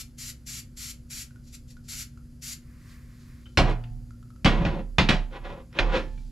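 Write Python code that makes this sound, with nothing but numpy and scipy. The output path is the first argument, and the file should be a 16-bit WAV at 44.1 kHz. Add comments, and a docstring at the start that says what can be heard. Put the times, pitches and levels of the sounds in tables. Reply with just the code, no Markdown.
"""Over the hum of a garage, an aerosol can hisses in short bursts on a metal part, which drips.
The can and steel parts are then knocked down and dragged on the steel bench that carries the microphone.
Hiss, clang and thud are shaped noise; plinks, bench modes, boom, sway and hum are sines.
Cloth rustles at times; a diffuse room tail follows the spray, drips, ticks, knocks and drags."""
import sys
import numpy as np
from scipy import signal
from scipy.fft import rfft, irfft, next_fast_len
from scipy.io import wavfile
from scipy.ndimage import uniform_filter1d

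SR = 44100
rng = np.random.default_rng(int(sys.argv[2]) if len(sys.argv) > 2 else 0)


def file_out(sig):
    """Save sig as 16-bit WAV at sys.argv[1]."""
    # one column per channel
    cols = np.atleast_2d(sig).T
    # limit, then scale
    lim = np.clip(cols, -1, 1)
    pcm = np.round(lim * 32767).astype(np.int16)
    wavfile.write(sys.argv[1], SR, pcm)


N = 278271
T = np.arange(N) / SR

# Table levels are relative: layer gains and the port balance come on top.
# aerosol jet spectrum: freq_hz, density_db
JET = [(470, -24), (800, -22.5), (928, -27.5), (1350, -11), (1700, -12.5), (2270, -6.5), (3200, -8.5),
       (4420, -6), (5200, -8.5), (5670, -3.5), (7350, -5), (8640, -9), (11900, -9), (14200, -16.5),
       (15500, -34)]
# scrape and click spectrum of metal on metal: freq_hz, density_db
GRIT = [(800, -4.5), (1400, 9.5), (1750, 9), (2050, 6), (2500, 7), (3500, 3), (4500, -7.5), (7000, -18.5),
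        (9000, -35), (14000, -61.5)]
# low spectrum of the struck or juddering bench: freq_hz, density_db
THUD = [(40, -15.5), (65, 3.5), (90, -17), (125, 0), (185, 0), (235, -2), (300, -11.5), (450, -17),
        (900, -73)]
# bench sound at the two ports: freq_hz, left_minus_right_db
BENCH_SIDE = [(30, -5), (130, 0), (600, 1.3), (1200, 1.4), (2500, -2.4), (5000, 0), (12000, 2)]
# source straight ahead: freq_hz, left_minus_right_db
CENTRE = [(20, 0), (16000, 0)]


def amp(db):
    """Decibels to gain."""
    return 10 ** (np.asarray(db) / 20)


def evened(x):
    """Scales to rms 1."""
    return x / np.sqrt(np.mean(x ** 2) + 1e-20)


def read(points, hz):
    """Interpolates a table on a log-frequency axis."""
    f, value = np.transpose(points)
    return np.interp(np.log(hz + 1), np.log(f + 1), value)


def level(s, db):
    """Smoothed gain curve through the points, practically silent outside them."""
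    return uniform_filter1d(amp(np.interp(T, s, db, left=-150, right=-150)), 100)


def add(mix, s, sound):
    """Adds a multichannel sound at time s."""
    part = mix[:, max(round(s * SR), 0):][:, :sound.shape[1]]
    part += sound[:, :part.shape[1]]


def colour(x, db_at):
    """Filters by a gain in dB given as a function of frequency."""
    size = x.shape[-1]
    return irfft(rfft(x) * amp(db_at(np.fft.rfftfreq(size, 1 / SR))), size)


def drift(rate_hz):
    """Random curve: straight lines between Gaussian knots of unit variance, rate_hz knots a second."""
    knots = rng.standard_normal(400)
    return np.interp(T * rate_hz, np.arange(len(knots)), knots)


def resonance_db(hz, centre_hz, half_width_hz):
    """Gain of a narrow band, 6 dB down at half_width_hz from its centre."""
    return -20 * np.log10(1 + ((hz - centre_hz) / half_width_hz) ** 2)


def noise(db_at, side, size=N):
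    """Coloured noise of rms 1 at two close ports: a shared part plus an opposed part."""
    # likeness of the two ports: freq_hz, correlation
    likeness = [(30, .96), (70, .96), (130, .99), (260, .98), (600, .94), (1200, .88), (2500, .84),
                (5000, .86), (9000, .84), (13000, .42)]
    padded = next_fast_len(size)
    hz = np.fft.rfftfreq(padded, 1 / SR)
    a, b = np.exp(2j * np.pi * rng.random((2, len(hz))))
    same = np.clip(read(likeness, hz), 0, 1)
    lean = amp(read(side, hz) / 2)
    mid, wide = a * np.sqrt(1 + same), b * np.sqrt(1 - same)
    ports = np.array([(mid + wide) * lean, (mid - wide) / lean])
    return evened(irfft(ports * amp(db_at(hz)), padded)[:, :size])


def onset(t):
    """A contact builds its force within about half a millisecond."""
    return 1 - np.exp(-(t / .0004) ** 2)


def gate_db(t, length, rise_db_per_s, fall_db_per_s):
    """Attack, hold and release in dB; the hold runs from t = 0 to length."""
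    return rise_db_per_s * np.minimum(t, 0) - fall_db_per_s * np.maximum(t - length, 0)


def spray(flutter_db=1.24, ripple_db=1.5):
    """Sputtering jet hiss, narrower at a light press; an echo off the part combs each press differently."""
    # nozzle presses, light ones only leak: start_s, length_s, hiss_db
    presses = [(0, 0.013, -37), (0.185, 0.12, -40.5), (0.469, 0.13, -40), (0.773, 0.14, -40.5),
               (1.105, 0.12, -39), (1.439, 0.13, -64), (1.474, 0.0072, -56), (1.529, 0.023, -45),
               (1.681, 0.027, -57.5), (1.705, .008, -53), (1.843, 0.034, -61.5), (1.888, 0.14, -39),
               (2.424, 0.11, -39.5)]
    # resonances of nozzle and wetted part: freq_hz, width_hz (Gaussian, 2 sigma), gain_db
    resonances = [(2000, 360, 1.5), (4700, 620, 5), (5600, 420, 3.5), (7500, 1100, 6), (8350, 930, -5),
                  (11300, 1900, 3.5)]
    valve_open_db_per_s, valve_shut_db_per_s = 2000, 804
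    build_db, build_s = 4.5, 0.014  # the jet starts this much weaker and builds up
    full_jet_db, leak_hz = -36, 4440
    narrowing_db_per_octave = 0.25  # for each dB below the full jet
    size = 16384
    out = np.zeros((2, N))
    for s, length, db in presses:
        start = max(s - .03, 0)
        t = start + T[:size] - s
        echo_s = rng.uniform(0.000728, 0.0022)
        narrowing = narrowing_db_per_octave * max(full_jet_db - db, 0)

        def shape(hz):
            peaks = sum(g * np.exp(-2 * ((hz - f) / w) ** 2) for f, w, g in resonances)
            comb = ripple_db * np.cos(2 * np.pi * hz * echo_s)
            return read(JET, hz) + peaks + comb - narrowing * abs(np.log2((hz + 1) / leak_hz))

        valve = gate_db(t, length, valve_open_db_per_s, valve_shut_db_per_s)
        build = -build_db * np.exp(-np.maximum(t, 0) / build_s)
        add(out, start, noise(shape, SPRAY_SIDE_OF(), size=size) * amp(db + valve + build))
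    return out * amp(flutter_db * drift(60))


def SPRAY_SIDE_OF():
    """The jet's balance between the ports varies with frequency."""
    # spray at the two ports: freq_hz, left_minus_right_db
    jet_side = [(1000, 4.5), (2500, -1), (6000, 1.5), (9000, 2), (13000, 4)]
    return jet_side


def drips(gain_db=-1, t60_s=0.033, splash_db=-11, splash_t60_s=0.022, glide_per_s=4):
    """Each drop is a short sine plink sliding up in pitch, with a little noise splash."""
    # drops: start_s, level_db, start_pitch_hz
    drops = [(1.308, -49, 1490), (1.359, -48, 1440), (1.768, -45.5, 1420), (2.174, -46.5, 1340),
             (4.107, -45.5, 1340), (4.2275, -48, 1306), (4.3035, -47.5, 1270), (4.361, -50, 1310)]
    out, t = np.zeros((2, N)), T[:6000]
    for s, db, hz in drops:
        plink = np.sin(2 * np.pi * hz * (t + glide_per_s * t ** 2 / 2)) * amp(-60 * t / t60_s)
        splash = noise(lambda f: read(JET, f) - f / 900, CENTRE, size=6000)
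        splash = splash * amp(splash_db - 60 * t / splash_t60_s)
        add(out, s, amp(db + gain_db) * (plink + splash) * onset(t))
    return out


def ticks(click_t60_s=.045):
    """Small touches of metal on metal: a dry click and one resonance."""
    # touches: start_s, level_db, pitch_hz, t60_s, ring_over_click_db
    touches = [(3.457, -54.5, 3050, 0.082, 5.5), (3.464, -53, 1390, 0.041, 3.5),
               (3.838, -45, 4600, .015, -4), (5.728, -51, 5200, 0.0091, 4), (5.99, -50.5, 1740, 0.5, 4),
               (6.177, -55.5, 2320, .1, -1)]
    out, t = np.zeros((2, N)), T[:8000]
    for s, db, hz, t60, ring_db in touches:
        click = noise(lambda f: read(GRIT, f), CENTRE, size=8000) * amp(-60 * t / click_t60_s)
        ring = np.sin(2 * np.pi * hz * t) * amp(ring_db - 60 * t / t60)
        add(out, s, amp(db) * (click + ring) * onset(t))
    return out


def bench_ring(damped=False):
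    """Decaying modes of the bench top, weighted a little differently at each contact."""
    # bench modes: freq_hz, level_db, t60_s (undamped)
    modes = [(292, -5.5, .25), (437.6, -11.5, 0.2), (527, 3.5, 0.24), (558.7, 8, 0.17), (735.3, -6.5, 0.43),
             (728, -6.5, 0.74), (870, -7.5, 0.7), (910, -2, 0.22), (989, 0, 0.36), (1091, 4, 0.15),
             (1437, 1, 0.076), (1544, 3.5, .2), (1695, -4, 0.13), (2265, -2, 0.1), (2250, -8, 0.23),
             (2424, 17, 0.031), (2580, 4, 0.14), (3007, 2.5, 0.14), (3400, 1, 0.14), (3800, -4.5, 0.061),
             (4240, -15, .2), (4300, -7, 0.17), (4870, -11.5, .2), (4930, -11, 0.22), (5570, -6.5, .2),
             (6550, -11.5, 0.2)]
    damped_t60_s, weight_spread_db = .38, 1.8
    t, out = T[:SR], np.zeros((2, SR))
    for hz, db, t60 in modes:
        weight, spread = rng.standard_normal(2)
        port_phase = .3 * min(hz / 1800, 1) * spread * np.array([[1], [-1]])
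        phase = 2 * np.pi * rng.random() + port_phase
        lean = amp(read(BENCH_SIDE, hz) * np.array([[.5], [-.5]]))
        decay_s = min(t60, damped_t60_s) if damped else t60
        fade = amp(db + weight_spread_db * weight - 60 * t / decay_s)
        out += lean * fade * np.sin(2 * np.pi * hz * t + phase)
    return out * onset(t) / np.sqrt(np.mean(out[:, :1000] ** 2))


def knocks(ring_db=-2, thud_t60_s=0.27, low_rise_s=0.0025, crack_db=-1, crack_s=0.033):
    """A crack, a clang of dense modes, the ring of the top, a low thud and the boom of the whole sheet."""
    # blows: start_s, clang_db, thud_db, boom_db, brightness_db_per_octave, clang_t60_s, thud_pitch_factor
    blows = [ (3.573, -18, -11, -27, 2, 0.21, 0.99), (3.586, -23, -18, -49.5, -9.5, 0.43, 1.02),
             (3.696, -51.5, -28, -62, 10, 0.18, 1.03), (4.446, -24.5, -8.5, -53, 2, 0.21, 1.065),
             (4.457, -17.5, -12, -51, -3, 0.28, 1.02), (4.595, -48, -16.5, -54, -7, 0.14, 0.82),
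             (4.650, -29.5, -16, -54, -5, 0.33, 0.9), (4.792, -52.5, -29.5, -63, -9, 0.062, 1.1),
             (4.9832, -17, -10, -50, -1.5, 0.25, 1.04), (5.088, -20, -12.5, -48.5, 0.5, 0.26, 0.93),
             (5.105, -23.5, -28.5, -54, -7, 0.25, 3), (5.788, -19.5, -24.5, -48, -3.2, 0.13, 1.97),
             (5.953, -33, -23, -71, -4, 0.3, 1.62), (5.965, -44, -28.5, -68, 4.5, 0.41, 0.88),
             (5.992, -44, -50, -60, -1, 0.086, 1), ]
    # dense upper modes: freq_hz, density_db
    dense_modes = [(180, -87), (300, -19), (372, -19.5), (534, -17), (651, -6), (743, -5.5), (862, -11.5),
                   (1100, -6.5), (1930, -6), (2440, -5.5), (4200, -10.5), (4710, -14.5), (10600, -41),
                   (14000, -51.5), (15500, -88.5)]
    # a hand leans on the bench and damps its top: from_s, to_s
    leaning = (4.4, 5.7)
    boom_hz, boom_t60_s = 117, 1.89
    cluster_hz, cluster_db = 90, 3.2
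    out, t = np.zeros((2, N)), T[:SR]
    for s, clang_db, thud_db, boom_db, bright_db, t60, pitch in blows:
        clusters = rng.standard_normal(200)  # upper modes bunch unevenly

        def shape(hz):
            bunching = np.interp(hz / cluster_hz, np.arange(200), clusters) * np.clip(hz / 3000, .3, 1)
            tilt = bright_db * np.log2((hz + 200) / 2000)
            return read(dense_modes, hz) + tilt + cluster_db * bunching

        fade = amp(-60 * t / t60) * (1 + amp(crack_db) * np.exp(-t / crack_s))
        clang = noise(shape, BENCH_SIDE, size=SR) * fade
        ring = amp(ring_db) * bench_ring(leaning[0] < s < leaning[1])
        thud = noise(lambda hz: read(THUD, hz / pitch), BENCH_SIDE, size=SR) * amp(-60 * t / thud_t60_s)
        thud = thud / np.sqrt(np.mean(thud[:, :2200] ** 2)) * amp(-8.5)
        boom = np.sin(2 * np.pi * boom_hz * t) * amp(-60 * t / boom_t60_s)
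        low = (amp(thud_db) * thud + amp(boom_db) * boom) * (1 - np.exp(-t / low_rise_s))
        add(out, s, (amp(clang_db - 3.5) * (clang + ring) + low) * onset(t))
    return out


def strokes():
    """Gain curves of rub, grit, judder and groan: each stroke grips, grows or fades evenly, and lets go."""
    # dragged metal: start_s, length_s, rub_db, grit_db, judder_db, groan_db, change_along_stroke_db
    pulls = [ (3.652, 0.053, -35.5, -41, -39.5, -60, 8), (4.513, .11, -36, -42.5, -31.5, -54, -3.5),
             (4.649, 0.15, -41.5, -51.5, -36, -59, 1), (5.332, 0.037, -45.5, -49, -61.5, -68, 2),
             (5.45, 0.053, -45.5, -48.5, -58, -54, -1), (5.524, 0.082, -50, -57.5, -49.5, -58, -3.5),
             (5.751, 0.029, -48.5, -45.5, -48, -57, 12), (5.818, 0.13, -39.5, -47, -43, -56, -4),
             (5.947, 0.029, -37, -31, -57, -27.5, -0.5), ]
    grip_db_per_s, let_go_db_per_s = 646.5, 423.5
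    out = np.zeros((4, N))
    t = T[:SR // 2] - .1
    for s, length, rub_db, grit_db, judder_db, groan_db, change_db in pulls:
        force_db = gate_db(t, length, grip_db_per_s, let_go_db_per_s)
        force_db = force_db + change_db * (np.clip(t / length, 0, 1) - .5)
        add(out, s + t[0], np.outer(amp([rub_db, grit_db, judder_db, groan_db]), amp(force_db)))
    return out


def drags(rub_db=1, grit_db=0, judder_db=-1, groan_db=-1, ring_share=0.29, uneven_db=0.5):
    """Stick and slip: uneven tiny blows excite the bench under each stroke, and one low resonance groans."""
    # rubbing spectrum: freq_hz, density_db
    rub = [(220, -10), (350, 1), (430, 0), (525, 6), (610, 0), (720, 5), (830, -2.5), (950, 0),
           (1200, -10.5), (1800, -39), (3000, -59)]
    slips_per_s, slip_spread_db, contact_s = 330, 2.5, 0.022
    groan_hz, groan_half_width_hz = 524, 35  # a sliding part chatters on this resonance
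    slip_size = amp(slip_spread_db * np.minimum(rng.exponential(1, N), 3))
    slips = (rng.random(N) < slips_per_s / SR) * slip_size * rng.choice([-1, 1], N)
    contact = noise(lambda hz: 0 * hz, BENCH_SIDE, size=2048) * np.exp(-T[:2048] / contact_s)

    def excite(body):
        return evened(signal.oaconvolve(slips[None], body, axes=1)[:, :N])

    dull, ringing = excite(contact), excite(bench_ring(damped=True))

    def tinted(x, points):
        padded = np.pad(x, ((0, 0), (0, next_fast_len(N) - N)))
        return evened(colour(padded, lambda hz: read(points, hz))[:, :N])

    def voice(points, share):
        return np.sqrt(1 - share) * tinted(dull, points) + np.sqrt(share) * tinted(ringing, points)

    groan = noise(lambda hz: resonance_db(hz, groan_hz, groan_half_width_hz), BENCH_SIDE)
    layers = [amp(rub_db) * voice(rub, ring_share), amp(grit_db) * voice(GRIT, ring_share / 4),
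              amp(judder_db) * voice(THUD, 0), amp(groan_db) * groan]
    dragged = sum(layer * gain for layer, gain in zip(layers, strokes()))
    return dragged * amp(uneven_db * drift(50))


def sway():
    """Each shove rocks the bench on its legs and shakes the microphone: a wandering low sine."""
    # pushes and blows: start_s, length_s, sway_db
    shoves = [(3.588, 0.12, -21), (3.9, 0.049, -34), (4.456, 0.13, -21.5), (4.682, 0.045, -27.5),
              (4.76, 0.28, -33.5), (5.012, 0.097, -24.5), (5.129, 0.078, -24), (5.388, 0.11, -36.5),
              (5.795, 0.11, -21.5), (5.98, 0.29, -32.5)]
    sway_hz, rise_s, sag_db_per_s = 34.4, 0.016, 13.5
    release_db_per_s = 60 / 0.47  # on top of the sag, once the shove ends
    power = np.zeros(N)
    for s, length, db in shoves:
        t = np.maximum(T - s, 0)
        fade_db = sag_db_per_s * t + release_db_per_s * np.maximum(t - length, 0)
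        power += (amp(db - fade_db) * (1 - np.exp(-t / rise_s))) ** 2
    turns = np.cumsum(sway_hz * (1 + .04 * drift(7))) / SR
    return np.sqrt(2 * power) * np.sin(2 * np.pi * turns) * amp([[-3], [2.2]])  # left, right dB


def rustle(brush_db=-2, swish_db=-1, flicker_db=1):
    """Soft, uneven brushing of cloth over a duller swish, both shaped noise."""
    # a shirt brushes: centre_s, half_length_s (to 1/e), level_db
    brushes = [(2.827, 0.04, -69.5), (2.915, .035, -61.5), (3.218, 0.032, -67.5), (3.3, 0.6, -69.5),
               (6.207, 0.15, -66)]
    # cloth spectrum: freq_hz, density_db
    cloth_tint = [(1200, -30), (2600, -6), (4300, 0), (7500, -6), (10000, -17), (14000, -30)]
    # swish level: time_s, level_db
    swish_level = [(2.62, -69.5), (2.942, -58), (3.048, -64.5), (3.258, -65), (3.288, -62), (3.44, -67)]
    # swish spectrum, midrange: freq_hz, density_db
    swish_tint = [(500, -24), (850, -19), (1090, -3), (1400, -6.5), (1860, -1), (2400, -6.5), (3300, -21.5),
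                  (6000, -19)]
    brushing = sum(amp(db) * np.exp(-((T - s) / width) ** 2) for s, width, db in brushes)
    cloth = noise(lambda hz: read(cloth_tint, hz), CENTRE) * brushing * amp(brush_db)
    swish = noise(lambda hz: read(swish_tint, hz), CENTRE) * level(*np.transpose(swish_level))
    return (cloth + swish * amp(swish_db)) * amp(flicker_db * drift(25))


def floor(rumble_db=-48.5, fan_db=-78.5, air_db=-69.5, waver_db=1):
    """Wavering hum lines over fan rumble, a narrow band of fan noise and faint hiss."""
    # mains and fan lines: freq_hz, level_db
    lines = [(61.5, -53.5), (120, -62), (135, -57.5), (239.7, -56), (274, -74), (360, -75.5)]
    # rumble spectrum: freq_hz, density_db
    rumble_tint = [(12, -22), (22, 1), (45, 3.5), (75, -3), (100, 1), (145, -2.5), (195, -12), (235, -9),
                   (300, -17.5), (400, -25.5), (465, -32.5), (525, -30), (620, -32), (730, -45),
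                   (1100, -43.5), (2500, -92)]
    # hiss spectrum: freq_hz, density_db
    air_tint = [(410, -32.5), (700, -7), (1020, -13), (1180, -9.5), (1370, -5), (1950, -9.5), (3770, -14.5),
                (4850, -6), (5600, -12), (7020, -9), (9330, -17.5), (10600, -8), (15500, -24)]
    fan_hz, fan_half_width_hz = 511.7, 22
    hum = np.zeros(N)
    for hz, db in lines:
        phase = 2 * np.pi * (hz * T + rng.random()) + .2 * drift(1.5)
        hum += amp(db + waver_db * drift(1)) * np.sqrt(2) * np.sin(phase)
    rumble = amp(rumble_db) * noise(lambda hz: read(rumble_tint, hz), CENTRE)
    fan = amp(fan_db) * noise(lambda hz: resonance_db(hz, fan_hz, fan_half_width_hz), CENTRE)
    air = amp(air_db) * noise(lambda hz: read(air_tint, hz), CENTRE)
    return hum + rumble + fan + air


def garage(x, send_db=-1):
    """Diffuse wall reflections; the middle outlasts bass and treble, and bass is alike at both ports."""
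    # reverberation: freq_hz, t60_s
    decay = [(100, 0.18), (500, 0.34), (2000, 0.26), (5000, 0.19), (14000, 0.17)]
    apart = [(250, -40), (700, -12), (2000, -6)]  # unlike part of the ports: freq_hz, gain_db
    taps = noise(lambda hz: 0 * hz, CENTRE, size=SR)
    taps = taps + colour(rng.standard_normal((2, SR)), lambda hz: read(apart, hz))
    hz, t, z = signal.stft(taps, SR, nperseg=256)
    fading = z * amp(-60 * t / read(decay, hz)[:, None])
    tail = signal.istft(fading, SR, nperseg=256)[1][:, :SR]
    tail = tail * np.clip(T[:SR] / 0.003 - .3, 0, 1)  # no reflections in the first 0.9 ms
    return amp(send_db) * signal.fftconvolve(x, tail / np.linalg.norm(tail[0]), axes=1)[:, :N]


def scene():
    """The spray is a step away and wetter; the bench is right under the microphone."""
    far = spray() + drips() + ticks()
    near = knocks() + drags()
    room = garage(amp(-5.5) * far + amp(-12.5) * near)
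    return far + near + room + sway() + rustle() + floor()


def record(dry):
    """Sound reaches the left port slightly later; peaks are rounded off; then the band limit."""
    # port phase: freq_hz, left_lead_rad
    port_phase = [(100, 0), (300, -.06), (800, -.28), (1500, -.55), (2300, -.72), (4000, -.35),
                  (7000, -.15), (14000, 0)]
    edge_hz = 15450
    size = next_fast_len(N + 1000)
    turn = read(port_phase, np.fft.rfftfreq(size, 1 / SR)) * np.array([[.5], [-.5]])
    ports = irfft(rfft(dry, size) * np.exp(1j * turn), size)[:, :N]
    limited = ports / (1 + (ports / .9) ** 6) ** (1 / 6)
    lowpass = signal.firwin(511, edge_hz, window=("kaiser", 9), fs=SR)
    return signal.oaconvolve(limited, lowpass[None], "same")


dry = scene()
out = record(dry)
file_out(out)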